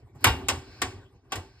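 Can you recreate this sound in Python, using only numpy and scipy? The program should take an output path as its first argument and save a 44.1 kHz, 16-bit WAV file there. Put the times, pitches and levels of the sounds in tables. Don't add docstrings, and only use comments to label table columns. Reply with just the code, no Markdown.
import sys
import numpy as np
from scipy import signal
from scipy.fft import rfft, irfft, next_fast_len
from scipy.io import wavfile

SR = 44100
rng = np.random.default_rng(int(sys.argv[2]) if len(sys.argv) > 2 else 0)


def to_wav(sig):
    pcm = np.clip(np.atleast_2d(sig), -1, 1) * 32767
    pcm = np.round(pcm).astype(np.int16)
    wavfile.write(sys.argv[1], SR, pcm.T)


N = 70560
TIME = np.arange(N) / SR


def from_db(db):
    return 10 ** (np.asarray(db) / 20)


def at_hz(points, hz, column=1):
    rows = np.array(points)
    return np.interp(np.log(hz + 1e-9), np.log(rows[:, 0]), rows[:, column])


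def in_time(points):
    return np.interp(TIME, *np.transpose(points))


def decay(age, t60):
    return np.exp(-np.log(1000) * age / t60)


def since(start):
    return np.maximum(TIME - start, 0)


def flicker(spread_db, rate_hz):
    steps = rng.standard_normal(256)
    return from_db(spread_db * np.interp(TIME * rate_hz, np.arange(len(steps)), steps))


def noise_bands(spectrum):
    edges = 22 * 2 ** (np.arange(39) / 4)
    centres = np.sqrt(edges[1:] * edges[:-1])
    gains = from_db(at_hz(spectrum, centres)) * np.sqrt(np.diff(edges))
    gains /= np.linalg.norm(gains)
    white = rng.standard_normal((2, 2, N + SR // 4))
    for k, hz in enumerate(centres):
        band_pass = signal.butter(2, edges[k:k + 2], "band", fs=SR, output="sos")
        band = signal.sosfilt(band_pass, white[k % 2])[:, -N:]
        yield hz, gains[k] * band / band.std()


def sing(tones):
    out = np.zeros((2, N))
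    for hz, db, t60 in tones:
        friction = rng.standard_normal((2, N + SR // 4))
        fade = decay(1 / SR, t60)
        feedback = [1, -2 * fade * np.cos(2 * np.pi * hz / SR), fade * fade]
        tone = signal.lfilter([1, 0, -1], feedback, friction)[:, -N:]
        out += from_db(db) * tone / tone.std()
    return out / out.std()


# f/Hz, level/dB, t60/s
RUB_TONES = [(272, 5, 0.041), (760, -8, .012), (1110, -4, 0.028), (2200, -19, 0.0054)]

def plate_rub():
    progress = np.minimum(since(1.232) / .088, 1)
    stroke = np.sqrt(np.abs(np.sin(np.pi * progress)))
    return from_db(-63) * stroke * sing(RUB_TONES)


# f/Hz, level/dB
HISS_SPECTRUM = [(300, 2), (900, 0), (1250, -4), (1600, -7.5), (2000, -11.5), (2400, 6), (3300, -14.5),
                 (4300, -4), (4800, -7), (5400, 0.5), (6300, -17.5), (9000, -30), (16000, -34.5)]
# t/s, level/dB
HISS_LEVEL = [(0, -71), (.14, -112), (.19, -66), (.235, -53.5), (.4, -64.5), (.6, -61), (.73, -55),
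              (.81, -55), (.92, -57), (1.1, -86.5), (1.17, -75), (1.28, -95), (1.315, -56), (1.45, -63.5),
              (1.53, -66.5), (1.6, -63.5)]
# f/Hz, level/dB, t60/s
RUNNER_TONES = [(1580, 0, .016), (2400, -4, .012), (4300, 0, .006), (4950, -5, .007)]

def runner_hiss():
    hiss = sum(band * flicker(spread_db=1.5, rate_hz=40) for _, band in noise_bands(HISS_SPECTRUM))
    ringing = from_db(-3) * sing(RUNNER_TONES)
    return (hiss + ringing) * from_db(in_time(HISS_LEVEL))


# f/Hz, level/dB
NUDGE_SPECTRUM = [(70, -6.5), (130, 10), (200, -5), (330, 2), (550, -4), (900, 0), (1300, -20.5),
                  (2500, -30.5), (5000, -30.5), (12000, -31.5)]
# t/s, level/dB, tilt towards the highs/(dB per octave)
LOAD_NUDGES = [(0.067, -54, -0.5), (0.148, -46.5, 0.2), (0.205, -49, 2.5), (1.138, -53, -3.5)]

def nudges():
    starts, db, tilt_db = np.transpose(LOAD_NUDGES)
    ages = np.array([since(start) for start in starts])
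    puffs = (1 - np.exp(-ages / .005)) * decay(ages, t60=.16)
    out = np.zeros((2, N))
    for hz, band in noise_bands(NUDGE_SPECTRUM):
        gains = from_db(db + tilt_db * np.log2(hz / 350))
        out += band * (gains @ puffs)
    return out


# f/Hz, level/dB
RUMBLE_SPECTRUM = [(20, -14.5), (40, -12), (70, 1), (110, 4.5), (180, -13.5), (270, -7.5), (320, -23.5),
                   (380, -11.5), (520, -17), (900, -21.5), (1400, -28.5), (3000, -34), (8000, -47.5),
                   (16000, -56)]
# t/s, level/dB
WHEEL_LEVEL = [(0, -56), (.13, -59), (.17, -48.5), (.205, -57), (.245, -35.5), (.45, -39), (.62, -49),
               (.73, -51.5), (.8, -58), (.98, -46.5), (1.1, -58), (1.16, -58), (1.22, -63), (1.4, -49.5),
               (1.6, -66.5)]
# f/Hz, level/dB, t60/s
RACK_TONES = [(230, -6, .35), (270, -1, .5), (328, -2, .4), (382, -2, .6), (458, -5, .3), (504, -6, .22),
              (560, -5, .28)]

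def wheel_rumble():
    rumble = sum(band * flicker(spread_db=6, rate_hz=31) for _, band in noise_bands(RUMBLE_SPECTRUM))
    ringing = from_db(-11.5) * sing(RACK_TONES[1:4])
    return (rumble + ringing) * from_db(in_time(WHEEL_LEVEL))


# t/s, level/dB, f/Hz
BOUNCES = [(0.259, -16.5, 104.4), (0.289, -19.5, 70.6), (0.35, -30, 90.3), (0.408, -35, 93),
           (.512, -32, 78.8), (0.561, -33.5, 87.5), (.828, -33.5, 79.7), (0.861, -34, 97.2),
           (0.936, -36, 94.7), (1.036, -47, 90.4), (1.347, -38, 79.3), (1.368, -29, 88.3)]

def thumps(rise_s=.015, t60=.14):
    out = np.zeros((2, N))
    for start, db, hz in BOUNCES:
        age = since(start)
        swell = np.sin(np.pi / 2 * np.minimum(age / rise_s, 1)) ** 2
        fade = decay(since(start + rise_s), t60)
        out[0] += from_db(db) * swell * fade * np.sin(2 * np.pi * hz * age)
    return out


def ring(tones, start, db, rise_s=.00077):
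    age, out = since(start), np.zeros((2, N))
    for hz, tone_db, t60 in tones:
        phase = rng.uniform(0, 2 * np.pi, (2, 1))
        gain = from_db(db + tone_db - rng.standard_normal())
        out += gain * decay(age, t60) * np.sin(2 * np.pi * hz * age + phase)
    return out * (1 - np.exp(-age / rise_s))


# f/Hz, level/dB, t60/s
PLATE_TONES = [(728, -7, .15), (1118, -5, .12), (1146, 0, .12), (1490, -12, .12), (1578, -11, .17),
               (1755, -13, .12), (2110, -9, .1), (2380, -8, .08), (2640, -11, .12), (3420, -13, .14),
               (3900, -15, .12), (4970, -16, .12), (7150, -13, .11), (8420, -16, .1)]
BOWL_TONES = [(755, -2, .2), (822, -5, .22), (882, -5, .34), (927, -2, .2), (1039, -2, .16),
              (1115, -4, .18), (1419, -4, .2), (1580, -5, .18), (2230, -6, .15), (2416, -4, .15),
              (2800, -3, .27), (2900, -5, .24), (3284, -3, .2), (3727, -7, .19), (4970, -11, .16),
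              (6200, -10, .14)]
# t/s, clatter level/dB, six boosts/dB (one for each BOOST_HZ),
# multiplier of the tub's t60, plate level/dB, bowl level/dB, rack level/dB
KNOCKS = [(0.2419, -10.5, 1, 7, 2, 0.89, 0, 4.5, 0.79, -26.5, -35, -35.5),
          (0.2675, -18.5, -4, -1, -4.5, 0.53, -7, -0.5, 1.4, -30, -25, -37),
          (0.4847, -14.5, -2.5, 2.5, -3, 0.11, 1.5, -2, 0.91, -27.5, -35, -37),
          (0.8173, -18.5, 0.5, 4.5, -1.5, 0.59, 2, -2.5, 0.74, -26, -56, -40.5),
          (1.3202, -23.5, 2.5, 1, -2, 0.99, -1, -4.5, 0.78, -31, -40.5, -44.5),
          (1.3558, -30.5, 2.5, 9.5, -6, -0.71, 1, 0.5, 0.87, -42.5, -50.5, -57)]

def ringing_dishes():
    out = np.zeros((2, N))
    for start, *_, plate_db, bowl_db, rack_db in KNOCKS:
        out += ring(PLATE_TONES, start, plate_db)
        out += ring(BOWL_TONES, start, bowl_db)
        out += ring(RACK_TONES, start, rack_db, rise_s=.0027)
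    return out


BOOST_HZ = [350, 1000, 2250, 3800, 7500, 12000]
# f/Hz, level/dB
CLATTER_SPECTRUM = [(120, -13.5), (190, -7), (260, -4), (420, -2.5), (620, -3), (850, 0.5), (1100, -4.5),
                    (1250, -6), (1600, -4), (2500, 2.5), (3300, -1.5), (4200, -6.5), (5200, -5),
                    (6100, -7.5), (7600, -7), (9500, -11), (12000, -13), (14000, -26.5), (16000, -32.5)]
# f/Hz, rise/s, tub t60/s, kitchen level/dB, kitchen t60/s
CLATTER_FADE = [(242, .012, 0.36, -18, 0.28), (700, 0.0067, 0.14, -10.5, 0.31),
                (1470, 0.00083, 0.17, -14, 0.39), (3500, 0.0036, 0.13, -18, 0.38),
                (8050, .0007, .085, -15, 0.29), (14000, 0.00037, .07, -21.5, .3)]

def clatter(crack_db=2, crack_t60=.025):
    out = np.zeros((2, N))
    for hz, band in noise_bands(CLATTER_SPECTRUM):
        rise_s, tub_t60, room_db, room_t60 = (at_hz(CLATTER_FADE, hz, column) for column in (1, 2, 3, 4))
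        crack = from_db(crack_db) * decay(TIME, crack_t60)
        room = from_db(room_db) * decay(TIME, room_t60)
        build_up = 1 - np.exp(-TIME / rise_s)
        power = np.zeros(N)
        for start, db, *boosts_db, stretch, _, _, _ in KNOCKS:
            first = int(start * SR)
            gain = from_db(db + np.interp(np.log(hz), np.log(BOOST_HZ), boosts_db))
            tub = decay(TIME, tub_t60 * stretch)
            knock_power = (gain * build_up) ** 2 * (crack ** 2 + tub ** 2 + room ** 2)
            power[first:] += knock_power[:N - first]
        out += band * np.sqrt(power)
    return out


def tub_echoes(sound, round_trip_s=.00265, returned=.25):
    loop = np.zeros(round(round_trip_s * SR) + 1)
    loop[0], loop[-1] = 1, -returned
    return signal.lfilter([np.sqrt(1 - returned ** 2)], loop, sound)


# f/Hz, likeness (0 to 1)
MIC_LIKENESS = [(100, .985), (350, .97), (650, .88), (1100, .89), (2000, .82), (2800, .68), (4200, .42),
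                (5200, .65), (6000, .96), (9000, .92), (10300, .96), (12500, .88), (15000, .92)]
# f/Hz, phase/rad
LEFT_LEAD = [(20, 0), (150, -.03), (500, -.5), (900, -.3), (1550, -.25), (2100, .7), (2600, 2.6),
             (3200, 2.0), (4000, 1.6), (5000, 1.0), (5950, 3.1), (7800, 6.15), (8700, 6.9), (10100, 9.3),
             (11000, 9.9), (12100, 12.4), (13100, 12.8), (14300, 15.5), (16000, 16.0)]

def microphones(sound):
    size = next_fast_len(N + SR // 10)
    shared, apart = rfft(sound, size)
    hz = np.arange(len(shared)) * SR / size
    alike = np.clip(at_hz(MIC_LIKENESS, hz), 0, 1)
    turn = np.exp(.5j * at_hz(LEFT_LEAD, hz))
    mid = shared * np.sqrt((1 + alike) / 2)
    side = apart * np.sqrt((1 - alike) / 2)
    left, right = (mid + side) * turn, (mid - side) / turn
    return irfft(np.array([left, right]), size)[:, :N]


def scene():
    noises = clatter() + wheel_rumble() + runner_hiss() + nudges() + plate_rub()
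    return microphones(tub_echoes(noises) + ringing_dishes() + thumps())


def record(dry, low_cut_hz=35, high_cut_hz=16000):
    low_cut = signal.butter(3, low_cut_hz, "high", fs=SR, output="sos")
    high_cut = signal.ellip(10, .1, 80, high_cut_hz, fs=SR, output="sos")
    return signal.sosfilt(high_cut, signal.sosfilt(low_cut, dry))


dry = scene()
out = record(dry)
to_wav(out)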